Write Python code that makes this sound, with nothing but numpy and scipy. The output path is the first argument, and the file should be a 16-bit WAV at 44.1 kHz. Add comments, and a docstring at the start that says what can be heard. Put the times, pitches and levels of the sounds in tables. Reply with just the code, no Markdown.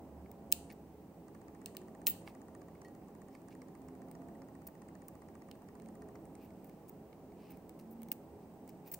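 """First comes the low rumble of a quiet room, under faint hiss, at the microphones of a camera on a table.
Close by, hands work a rubber boot over a metal toggle switch. The lever snaps over twice, striking
the housing and rebounding; the second snap sets its spring ringing. Fingers click on the metal, and
rubber sticks and slips. Through the middle, the camera's focus motor ticks fifteen times a second."""
import sys
import numpy as np
from scipy import signal
from scipy.fft import rfft, irfft
from scipy.io import wavfile
from scipy.ndimage import uniform_filter1d

SR = 44100
rng = np.random.default_rng(int(sys.argv[2]) if len(sys.argv) > 2 else 0)


def unload_wav(signal):
    """Save mono or channel-first audio to the path in sys.argv[1] as 16-bit WAV at rate SR, clipped to [-1, 1]."""
    wavfile.write(
        sys.argv[1],
        SR,
        np.round(np.clip(np.atleast_2d(signal).T, -1, 1) * 32767).astype(np.int16),
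    )


N = 396459


def amp(db):
    """Decibels to gain."""
    return 10 ** (np.asarray(db) / 20)


def unit_rms(x):
    """Scales to an rms of one."""
    return x / np.sqrt(np.mean(x ** 2) + 1e-20)


def curve_at(points, hz):
    """Reads a curve on a log-frequency axis."""
    f, value = np.transpose(points)
    return np.interp(np.log(hz + 1), np.log(f + 1), value)


def panned(pan_db):
    """Gains at the two microphones; pan is left minus right in dB."""
    return amp(np.array([[pan_db], [-pan_db]]) / 2)


def add(mix, start, sound):
    """Mixes in a stereo sound at a start in seconds."""
    part = mix[:, max(round(start * SR), 0):][:, :sound.shape[1]]
    part += sound[:, :part.shape[1]]


def coloured(x, points, size=4096):
    """Minimum-phase filter that follows a curve of Hz and dB."""
    log_gain = np.log(amp(curve_at(points, abs(np.fft.fftfreq(size, 1 / SR)))))
    taps = np.fft.ifft(np.exp(np.conj(signal.hilbert(log_gain)))).real
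    return signal.fftconvolve(x, taps[None, :size // 2], axes=1)


def toned(x, body_db, edge_db):
    """Soft contacts bring out the body around 3 kHz, hard ones the edge around 15 kHz."""
    tone = [(500, 0), (1800, body_db), (3600, body_db), (7300, 0.0029), (10500, 0), (13800, edge_db)]
    return coloured(x, tone)


def ring(modes, rise_s, loose_cycles=0.074, size=2048):
    """One blow on damped modes, each reaching the two microphones with a slightly loose phase."""
    t = np.arange(size) / SR
    lag_s = np.array([[0], [.000016]])  # the right microphone hears it a little later
    out = 0
    for hz, width, db, pan_db in modes:
        phase = loose_cycles * rng.standard_normal((2, 1)) - hz * lag_s
        decay = np.exp(-np.pi * width * t)
        out = out + amp(db) * panned(pan_db) * decay * np.sin(2 * np.pi * (hz * t + phase))
    out = out * (1 - np.exp(-(t / rise_s) ** 2))
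    return out / np.sqrt(np.mean(out[:, :SR // 200] ** 2))  # rms of one over the first 5 ms


def varied(modes, detune, spread_db):
    """The modes as one blow finds them, each a little off in pitch and strength."""
    chance = rng.standard_normal((len(modes), 2))
    return [(hz * (1 + detune * a), width, db + spread_db * b, pan_db)
            for (hz, width, db, pan_db), (a, b) in zip(modes, chance)]


# How alike the two microphones hear the background. Each row: frequency in Hz, likeness from 0 to 1.
MIC_LIKENESS = [(60, 0.91), (120, 0.99), (240, 0.97), (480, 0.91), (950, 0.84), (1890, 0.2), (3770, 0),
                (7520, 0.05), (15000, 0.02)]
BIN_HZ, TIME_S = np.fft.rfftfreq(N, 1 / SR), np.arange(N) / SR


def noise_pair(gain_db):
    """Steady noise of a given spectral shape, nearly mono in the bass."""
    left, other = rfft(rng.standard_normal((2, N)))
    likeness = np.clip(curve_at(MIC_LIKENESS, BIN_HZ), -1, 1)
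    right = likeness * left + np.sqrt(1 - likeness ** 2) * other
    return unit_rms(irfft(np.array([left, right]) * amp(gain_db), N))


# Room tone at the table. Each row: frequency in Hz, relative level in dB.
RUMBLE_COLOUR = [(12, -48.5), (20, -16.5), (43, -16.5), (75, -7), (141, -5.5), (166, -2), (217, -3.5),
                 (238, -8), (270, -1), (295, -3.5), (416, -5), (597, -13), (783, -9.5), (1300, -26.5),
                 (1500, -31.5), (1950, -33.5), (3300, -120)]
# The room's standing waves. Each row: frequency in Hz, width in Hz, lift above the rumble in dB.
STANDING_WAVES = [(75, 12, 4), (178, 28, 5), (219.6, 7, 9.5), (260.4, 11, 6), (325.4, 11, 7),
                  (414.8, 10, 5.5), (552.3, 29, 6), (648, 23, 5), (799, 8.7, 5)]
# The rumble's slow swell. Each row: time in seconds, level in dB.
RUMBLE_SWELL = [(0, -52.5), (.55, -53), (.9, -55.5), (2.0, -53), (3.5, -54.5), (4.3, -51.5), (4.6, -54.5),
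                (5.6, -54.5), (6.1, -52), (6.6, -54), (8.99, -54)]


def room_rumble():
    """Low noise excites the room's standing waves, a little right of centre."""
    standing_db = sum(db / (1 + (2 * (BIN_HZ - hz) / width) ** 2) for hz, width, db in STANDING_WAVES)
    swell = amp(np.interp(TIME_S, *np.transpose(RUMBLE_SWELL)))
    return noise_pair(curve_at(RUMBLE_COLOUR, BIN_HZ) + standing_db) * swell * panned(-1.7)


# Low tones in the room. Each row: peak time and spread in seconds, pitch in Hz, peak level in dB.
DRONE_TONES = [(0.169, 0.13, 72.9, -58.5), (.7, 0.43, 73.2, -66), (.58, 0.25, 685, -65),
               (1.8, 0.11, 370.7, -59), (4.05, 0.7, 262, -59), (4.25, 0.16, 684, -63.5),
               (5.92, 0.12, 221, -55), (6.1, 0.22, 412.3, -61.5), (8.0, 0.2, 222.3, -53)]


def drones():
    """Faint tones swell out of the rumble and fade, wavering in pitch."""
    out = np.zeros(N)
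    for peak, spread, hz, db in DRONE_TONES:
        waver = np.interp(TIME_S, np.linspace(0, TIME_S[-1], 120), rng.standard_normal(120))
        cycles = np.cumsum(hz * (1 + 0.013 * waver)) / SR
        swell = np.exp(-((TIME_S - peak) / spread) ** 2)
        out += amp(db) * np.sqrt(2) * swell * np.sin(2 * np.pi * cycles)
    return out * panned(-2.0)


# The microphones' noise floor. Each row: frequency in Hz, relative level in dB.
HISS_COLOUR = [(700, -10), (1400, 7), (2200, 7), (2800, 5), (3400, 0), (7000, 0), (9300, -1), (11500, -3),
               (13000, 0), (15000, 6), (15700, 11), (15900, -8), (16100, -30)]


def microphone_hiss():
    """The microphones add a steady hiss of their own."""
    return amp(-74.0) * noise_pair(curve_at(HISS_COLOUR, BIN_HZ))


# The camera's steady whine. Each row: centre and half-width in Hz, level and pan in dB.
WHINE_BANDS = [(8350, 230, -90.5, -8.5), (11220, 90, -100.5, -11.5)]
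# Its spells of whirring. Each row: start and end in seconds.
WHIR_SPELLS = [(4.2, 4.6), (6.22, 6.7), (7.36, 7.7), (8.25, 9)]


def camera_whine():
    """Narrow bands of high noise from the camera: two hold steady, a third comes and goes."""
    def band(hz, half_width_hz, db, pan_db):
        shape_db = -20 * np.log10(1 + ((BIN_HZ - hz) / half_width_hz) ** 2)
        return amp(db) * panned(pan_db) * noise_pair(shape_db)

    whine = sum(band(*row) for row in WHINE_BANDS)
    running = sum(1.0 * (TIME_S > start) * (TIME_S < end) for start, end in WHIR_SPELLS)
    whir = band(hz=8250, half_width_hz=400, db=-89, pan_db=-2.0)
    return whine + uniform_filter1d(running, size=2048) * whir


# The room's decay. Each row: frequency in Hz, seconds to fall by 60 dB.
ROOM_DECAY = [(497.5, 0.16), (2810, 0.4), (4200, 0.34), (6000, .44), (8950, 0.46), (10400, 0.37),
              (13100, 0.26), (15500, 0.21)]


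def room_tail(x):
    """The room returns a short diffuse tail that lingers longest in the mid treble."""
    hz, t, spectra = signal.stft(rng.standard_normal((2, SR * 2 // 3)), SR, nperseg=256)
    decay_db = -60 * t / curve_at(ROOM_DECAY, hz)[:, None]
    tail = signal.istft(spectra * amp(decay_db), SR, nperseg=256)[1]
    tail *= 1 - np.exp(-(np.arange(tail.shape[1]) / SR / 0.0043) ** 2)
    return signal.fftconvolve(x, tail / np.linalg.norm(tail[0]), axes=1)[:, :N]


# A wall near the table. Each row: frequency in Hz, gain of its reflection in dB.
WALL_COLOUR = [(1000, -14), (2800, -7.5), (3400, -11), (4400, -2), (5500, -20), (8500, -14), (13000, -24)]


def wall_echo(x, delay_s=.0133):
    """One dull early reflection reaches the microphones just behind the direct sound."""
    out = np.zeros((2, N))
    add(out, delay_s, coloured(x, WALL_COLOUR))
    return out


# Inside the camera: the drive's tick, the lens barrel's slower ring and the click of a catching step.
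# Each row: frequency and width in Hz, relative level and pan in dB.
DRIVE_MODES = [(4700, 1000, 6, -5.5), (6100, 720, 3, 0), (7140, 530, 2, 0), (8580, 700, 8, -8),
               (9280, 600, -3, -12)]
BARREL_MODES = [(1037, 71, -0.5, 0), (1147, 53, 1.5, 0), (1350, 130, -1.5, 0), (1660, 170, 1.5, 0),
                (1856, 89, 2, 0), (2190, 165, -1.5, 0), (2770, 240, -6, 0)]
CATCH_MODES = [(2010, 230, -5.5, -7), (4640, 760, 1, -1), (5520, 660, 5.5, 1), (6900, 410, -2, 0)]
# Step force as the lens travels. Each row: time in seconds, base levels of barrel and drive in dB.
STEP_FORCE = [(1.28, -64, -64.5), (2.1, -65.5, -65.5), (2.58, -64, -62.5), (2.73, -68, -74.5),
              (2.83, -62, -57.5), (2.95, -71, -67.5), (3.02, -71, -78.5), (3.12, -67.5, -65.5),
              (3.6, -67.5, -66), (4.3, -65, -70), (4.75, -64, -65), (4.829, -65.5, -64.5),
              (5.299, -66, -66), (5.43, -68, -71), (5.75, -65, -67), (5.83, -69.5, -62), (6.08, -64, -63),
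              (6.16, -61.5, -70)]
# Steps that catch. Each row: start in seconds, level in dB.
STEP_CATCHES = [(1.483, -75), (2.35, -68), (2.817, -64), (3.618, -63), (3.885, -68), (4.152, -66),
                (4.419, -63.5), (4.486, -79), (4.819, -75), (5.286, -70), (5.42, -63.5), (5.687, -63.5),
                (6.157, -65.5)]
FOCUS_START_S, FOCUS_END_S, STEPS_PER_S = 1.2825, 6.17, 14.985


def focus_motor():
    """Steps, strong and weak in turn: the drive takes up its slack, ticks and shakes the lens barrel."""
    out = np.zeros((2, N))
    times, barrel_db, drive_db = np.transpose(STEP_FORCE)
    for k, start in enumerate(np.arange(FOCUS_START_S, FOCUS_END_S, 1 / STEPS_PER_S)):
        swing_db = 1.2 * (-1) ** (k + 1) + 1.3 * rng.standard_normal()
        for part, force_db in ((DRIVE_MODES, drive_db - 3.0), (BARREL_MODES, barrel_db + 2.0)):
            level_db = np.interp(start, times, force_db) + swing_db
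            slack_s = .0022 * rng.uniform(.6, 1.5)
            for ahead, db in ((slack_s, -8), (0, 0)):
                modes = varied(part, detune=.013, spread_db=1.7)
                add(out, start - ahead, amp(level_db + db) * ring(modes, rise_s=.001, loose_cycles=.16))
        # the barrel rattles once after each step
        rattle_db = np.interp(start, times, barrel_db) + swing_db - 5
        rattle_start = start + .0026 * rng.uniform(.5, 1.5)
        modes = varied(BARREL_MODES, detune=.06, spread_db=1.7)
        add(out, rattle_start, amp(rattle_db) * ring(modes, rise_s=.001, loose_cycles=.5))
    for start, db in STEP_CATCHES:
        modes = varied(CATCH_MODES, detune=.04, spread_db=2)
        add(out, start, amp(db) * ring(modes, rise_s=.0014, loose_cycles=.16))
    return out


# The boot on the collar, close up. Each row: start and length in seconds, level and body in dB.
BOOT_SCUFFS = [(3.294, 0.096, -79.5, -11), (3.505, 0.05, -79, -14), (6.347, 0.15, -78.5, 8),
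               (6.45, 0.42, -88, 0), (7.341, .25, -75, 2), (8.387, .07, -84, -7), (8.673, 0.041, -73, -13),
               (8.842, 0.065, -75, -2)]
# Brushing rubber. Each row: frequency in Hz, relative level in dB.
SCUFF_COLOUR = [(500, -25), (1600, -7), (2100, -3), (2450, 3), (2800, 1), (3400, -9), (4200, -7),
                (5300, -6), (6500, -16), (12000, -27)]


def boot_scuffs(slips_per_s=2500):
    """Rubber brushes over the collar in a soft swell of dense, tiny slips."""
    out = np.zeros((2, N))
    for start, length, db, body_db in BOOT_SCUFFS:
        progress = np.linspace(0, 1, max(int(length * SR), 64))
        size = len(progress)
        slips = rng.standard_normal((2, size)) * (rng.random(size) < slips_per_s / SR)
        swell = np.sin(np.pi * progress ** 1.1)  # peaks just past midway
        brush = coloured((slips + .5 * slips[::-1]) * swell, SCUFF_COLOUR)
        add(out, start, amp(db) * unit_rms(toned(brush, body_db, 0)[:, :size]))
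    return out


# Strokes on the housing. Each row: start and length in seconds, base level, body and edge in dB.
FINGER_STROKES = [(0.697, 0.025, -68, 7.5, -22), (0.721, 0.012, -69.5, 3, 6), (2.258, 0.063, -73.5, 6, -1),
                  (2.845, 0.015, -72, 0, -16), (3.505, 0.034, -80, 11, -10), (4.668, 0.013, -57, -13, 8.5),
                  (6.406, 0.065, -79.5, 1, 6), (6.63, 0.085, -80, -10, 4), (6.88, 0.024, -67, -13, 0),
                  (7.392, 0.22, -85, -1, -1), (7.498, 0.033, -73, -11, 8), (7.789, 0.04, -72.5, -1.5, -1),
                  (7.904, 0.039, -75, -15, 8), (8.118, 0.016, -52.5, -8.5, -3), (8.67, 0.039, -79, -6, -4),
                  (8.859, 0.051, -71.5, 0, 9.5), (8.922, 0.021, -66, 0, 13),
                  (8.941, 0.01, -46.5, -10.5, -3)]
# Slipping skin and rubber. Each row: frequency in Hz, relative level in dB.
SLIP_COLOUR = [(100, -52), (1200, -7), (1900, 5), (2500, 6), (3400, -5.5), (4700, 0), (6500, -2.5),
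               (8300, -4.5), (9400, 4), (11500, -11.5), (14000, 5), (15700, 4), (16200, -28)]


def finger_rubs():
    """Fingers and rubber stick and slip: an uneven train of tiny scrapes under each stroke."""
    out = np.zeros((2, N))
    for start, length, db, body_db, edge_db in FINGER_STROKES:
        slips_per_s = 440 * (0.041 / length) ** 0.37  # short strokes slip faster
        progress = np.linspace(0, 1, max(int(length * SR), 64))
        size = len(progress)
        slip_count = np.cumsum(slips_per_s * rng.exponential(1, size)) / SR
        strength = amp(3.8 * rng.standard_normal(int(slip_count[-1]) + 1))[slip_count.astype(int)]
        grit = rng.standard_normal((2, size))
        stroke = progress ** .5 * (1 - progress) * strength * np.exp(-(slip_count % 1))
        scrape = coloured((grit + .5 * grit[::-1]) * stroke, SLIP_COLOUR)
        scrape /= np.sqrt(np.mean(scrape[:, :size] ** 2))
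        add(out, start, amp(db + 3.0) * toned(scrape, body_db, edge_db))
    return out


# The washer, dead centre. Each row: start in seconds, level in dB, lift of modes over 4 kHz in dB.
WASHER_PINGS = [(1.6595, -79, 18), (2.0695, -61, 5), (2.8484, -63.5, -1)]
# Its modes. Each row: frequency in Hz, relative level in dB, seconds to fall by 60 dB.
WASHER_MODES = [(1900, 3.5, 0.22), (1910, -2, 0.076), (2640, -14, .13), (3100, -15, 0.19), (4370, -7, 0.14),
                (5400, -9, .08)]


def washer_pings():
    """A thin, loose washer rings in a few clear modes."""
    out, t = np.zeros((2, N)), np.arange(SR // 3) / SR
    for start, db, high_db in WASHER_PINGS:
        ping = sum(amp(mode_db + high_db * (hz > 4000) - 60 * t / t60) * np.sin(2 * np.pi * hz * t)
                   for hz, mode_db, t60 in WASHER_MODES)
        add(out, start, amp(db) * panned(0) * ping)
    return out


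# Dull knocks: the lever rocking, and a few heavy focus-motor steps.
# Each row: start in seconds, level in dB.
DULL_KNOCKS = [(0.26, -64), (0.701, -57.5), (2.0735, -50), (2.2758, -49.5), (2.7547, -66), (3.351, -58),
               (6.1566, -72), (8.1157, -52.5)]
# The collar's modes. Each row: frequency and width in Hz, relative level and pan in dB.
COLLAR_MODES = [(814, 200, 7, -3.5), (1056, 140, -3, -0.5), (1764, 55, -6.5, 0), (2202, 170, 7, -6),
                (3240, 300, -8, 0), (4700, 200, -7, 6)]


def dull_knocks(blows):
    """Low, damped modes knock as the lever rocks, on heavy focus steps and under every metal contact."""
    out = np.zeros((2, N))
    shaken = [(start, -49 + 0.3 * (db + body_db)) for start, db, body_db, *_ in blows]
    for start, db in DULL_KNOCKS + shaken:
        add(out, start, amp(db) * ring(COLLAR_MODES, rise_s=.0006))
    return out


# Blows on the spring, near centre. 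Each row: start in seconds, level in dB, seconds until it is
# damped, lift of modes under 10 kHz in dB.
SPRING_BLOWS = [(1.660, -56, .02, 5), (2.0742, -31, 0.066, -3), (2.0758, -24, 0.0046, 3),
                (2.0778, -31.5, .044, 0), (2.0968, -31, 0.023, 2), (4.669, -51, .006, 9),
                (8.917, -39.5, .009, 3), (8.939, -42, .007, 11)]
# Its modes. Each row: frequency in Hz, relative level in dB, seconds to fall by 60 dB.
SPRING_MODES = [(4420, -26, .06), (7600, -24, .09), (8720, -22, .05), (9410, -20, .04), (13290, -11, .13),
                (13760, -9, .2), (14000, -9, .04), (14410, -9, .05), (14660, -6, .075), (15000, -11, .04),
                (15300, -6, .05), (15730, -2, .1)]


def spring_twangs():
    """The spring bounces on its seat and sings in close high modes, buzzing a little, until it settles."""
    out, t = np.zeros((2, N)), np.arange(SR // 8) / SR
    count = len(SPRING_MODES)
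    for start, db, held, low_db in SPRING_BLOWS:
        phases = rng.random((count, 1, 1)) + 0.3 * rng.standard_normal((count, 2, 1))
        buzz = 0.005 * np.cumsum(rng.standard_normal((count, 1, len(t))), axis=2)
        tone = 0
        for (hz, mode_db, t60), phase in zip(SPRING_MODES, phases + buzz):
            decay = amp(mode_db + low_db * (hz < 10000) - 60 * t / t60)
            tone = tone + decay * np.sin(2 * np.pi * (hz * t + phase))
        attack = 1 - np.exp(-t / .0003)
        damping = np.exp(-np.maximum(t - held, 0) / 0.0056)
        add(out, start, amp(db) * tone * attack * damping * panned(0.92))
    return out


# A click as the room gathers it. Each row: frequency in Hz, relative level in dB.
RADIATED_COLOUR = [(100, -35), (1400, -16), (2250, -12), (2600, 2), (3000, 1.5), (3400, -5), (4100, 2),
                   (4900, -1.5), (5600, -7.5), (6300, -1), (9000, 5), (9700, -2), (11800, -6), (13200, 2.5),
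                   (14300, 2.5), (15600, 10.5), (16200, -9.5)]


def radiated_clicks(blows, lift_db=23):
    """What the housing sends into the room: over all directions, its modes blur into one broad colour."""
    out = np.zeros((2, N))
    for start, db, body_db, edge_db, _ in blows:
        impulse = amp(db + lift_db) * np.ones((2, 1))
        add(out, start, toned(impulse, body_db, edge_db))
    return coloured(out, RADIATED_COLOUR)[:, :N]


# The housing's modes, close up, plus the microphones' sharp resonance near 15.6 kHz.
# Each row: frequency and width in Hz, relative level and pan in dB.
CLICK_MODES = [(2690, 182, -3, -6.5), (3024, 253, -1.5, -6.5), (4090, 287, 3, 2), (5210, 290, 2.5, 6),
               (6394, 260, 3, 6.5), (7720, 370, 6, 4.5), (8260, 300, 6, -7), (9020, 340, 6.5, -13),
               (10400, 400, -1, -4.5), (12100, 400, -10.5, -5.5), (13400, 270, 2, 10.5),
               (14300, 280, -3.5, -4.5), (15030, 210, 8, 5), (15620, 240, 17, -4)]
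# Metal chattering on metal. Each row: frequency in Hz, relative level in dB.
CHATTER_COLOUR = [(100, -35.5), (1300, -19), (2200, -15), (2750, 3.5), (3400, -4), (4100, -4), (5000, 0),
                  (7000, -6), (8800, 3), (10000, 1.5), (12000, -1), (14000, 4.5), (15600, 7.5),
                  (16600, -8.5)]


def housing_clicks(blows):
    """Each sharp blow rings the housing and the microphones, with a millisecond of metal chatter."""
    out, t = np.zeros((2, N)), np.arange(512) / SR
    for start, db, body_db, edge_db, chatter_share in blows:
        share = np.clip(chatter_share, 0, 1)
        burst = rng.standard_normal((2, len(t))) * np.exp(-t / .0012) * (1 - np.exp(-t / .0003))
        modes = varied(CLICK_MODES, detune=.035 * share, spread_db=1.8 * share)  # the grip shifts
        ringing = ring(modes, rise_s=0.0007, loose_cycles=0.11)
        chatter = coloured(burst + 0.24 * burst[::-1], CHATTER_COLOUR)[:, :ringing.shape[1]]
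        chatter *= np.linalg.norm(ringing) / np.linalg.norm(chatter)
        click = np.sqrt(1 - share) * ringing + np.sqrt(share) * chatter
        add(out, start, amp(db) * toned(click, body_db, edge_db))
    return out


# Small metal clicks: finger taps, and the rattle after the second snap.
# Each row: start in seconds, then level, body and edge in dB.
SMALL_CLICKS = [(.315, -58.5, -3, 2.5), (1.659, -37.5, 2.5, -8), (1.768, -43, 7, -1),
                (2.0725, -31.5, -11, 0.5), (2.0752, -49, -13, 10), (2.0875, -44.5, 2, 1),
                (2.0972, -50, -4, 8), (2.276, -63.5, 19, -9), (2.8482, -62.5, -2, -9),
                (4.1132, -54.5, -8, 0), (5.083, -49, -17, 0.5), (5.513, -56, 14.5, -4),
                (5.7988, -62, 5, -9), (5.8591, -62.5, 2, -14), (6.2537, -58, -21, -16),
                (6.3524, -54, -7.5, -20), (6.505, -68.5, 4.5, -10), (6.6443, -64, -7, 5),
                (6.695, -64.5, 1, -1), (6.8945, -56, -16, 5), (7.129, -73.5, 20.5, -8), (7.32, -74, 7, -11),
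                (7.5059, -63, -2, 4), (7.519, -62, 0, -1.5), (7.5717, -65, -6, 3), (7.6936, -57, 2.5, 0),
                (7.7912, -63.5, -1.5, 0), (8.0185, -59, -1, 0), (8.0315, -53.5, -4, 3),
                (8.0855, -59, -1, 0), (8.1165, -40, 1.5, 12), (8.677, -56, -17, -6), (8.693, -56, -9, 0),
                (8.9155, -52, -5, 2), (8.9378, -48, -4, 3)]
# The lever snapping over, close to the microphones. Each row: start in seconds; level, body and edge
# in dB; then seconds from release to snap, from snap to first rebound, and from snap to rest.
LEVER_SNAPS = [(0.524, -19.5, 1.5, -1.5, .0062, .0022, .003), (2.0683, -25.5, 6, -1, 0.0044, 0.0046, .015)]
# Level against the snap, body and edge: of the release, the first rebound, and the step to each next.
RELEASE_DB, REBOUND_DB, REBOUND_STEP_DB = (-18.5, -4.5, -2.2), (-14.5, -2.5, 2.5), (-2.5, -0.27, 1.5)
SNAP_CHATTER, CLICK_CHATTER, CHATTER_PER_EDGE_DB = .015, .36, 0.05  # shares of a contact's energy


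def switch_contacts():
    """Lists the blows: small clicks; the lever slips off its ridge, lands squarely and rebounds."""
    square, glancing = [], list(SMALL_CLICKS)
    for start, db, body_db, edge_db, ahead, first, settled in LEVER_SNAPS:
        square.append((start, db, body_db, edge_db, SNAP_CHATTER))
        glancing.append((start - ahead, db + RELEASE_DB[0], *RELEASE_DB[1:]))
        for k in range(8):
            after = first * 1.7 ** k
            drop_db, *colour = np.add(REBOUND_DB, k * np.array(REBOUND_STEP_DB))
            if after < settled:
                glancing.append((start + after, db + drop_db, *colour))
    return square + [(start, db, body_db, edge_db, CLICK_CHATTER + CHATTER_PER_EDGE_DB * edge_db)
                     for start, db, body_db, edge_db in glancing]


# How much of the switch goes to the room; less sounds closer. Each row: time in seconds, gain in dB.
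ROOM_SEND = [(0, -24), (2, -16.5), (7.4, -20.5), (8, -23), (8.99, -15)]
MOTOR_SEND_DB = -16.5


def scene():
    """From the table: the switch close by, the camera's own noises, and the room around both."""
    blows, motor = switch_contacts(), focus_motor()
    handling = spring_twangs() + dull_knocks(blows) + washer_pings() + finger_rubs() + boot_scuffs()
    send = amp(np.interp(TIME_S, *np.transpose(ROOM_SEND)))
    into_room = send * (radiated_clicks(blows) + handling) + amp(MOTOR_SEND_DB) * motor
    direct = housing_clicks(blows) + handling + motor
    reflections = room_tail(into_room) + wall_echo(into_room)
    background = room_rumble() + microphone_hiss() + camera_whine() + drones()
    return background + reflections + direct


def record(dry, cutoff_hz=16600):
    """The camera's band limit cuts off the highest treble."""
    lowpass = signal.firwin(255, cutoff_hz, window=("kaiser", 9), fs=SR)
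    return signal.oaconvolve(dry, lowpass[None], "same")


dry = scene()
out = record(dry)
unload_wav(out)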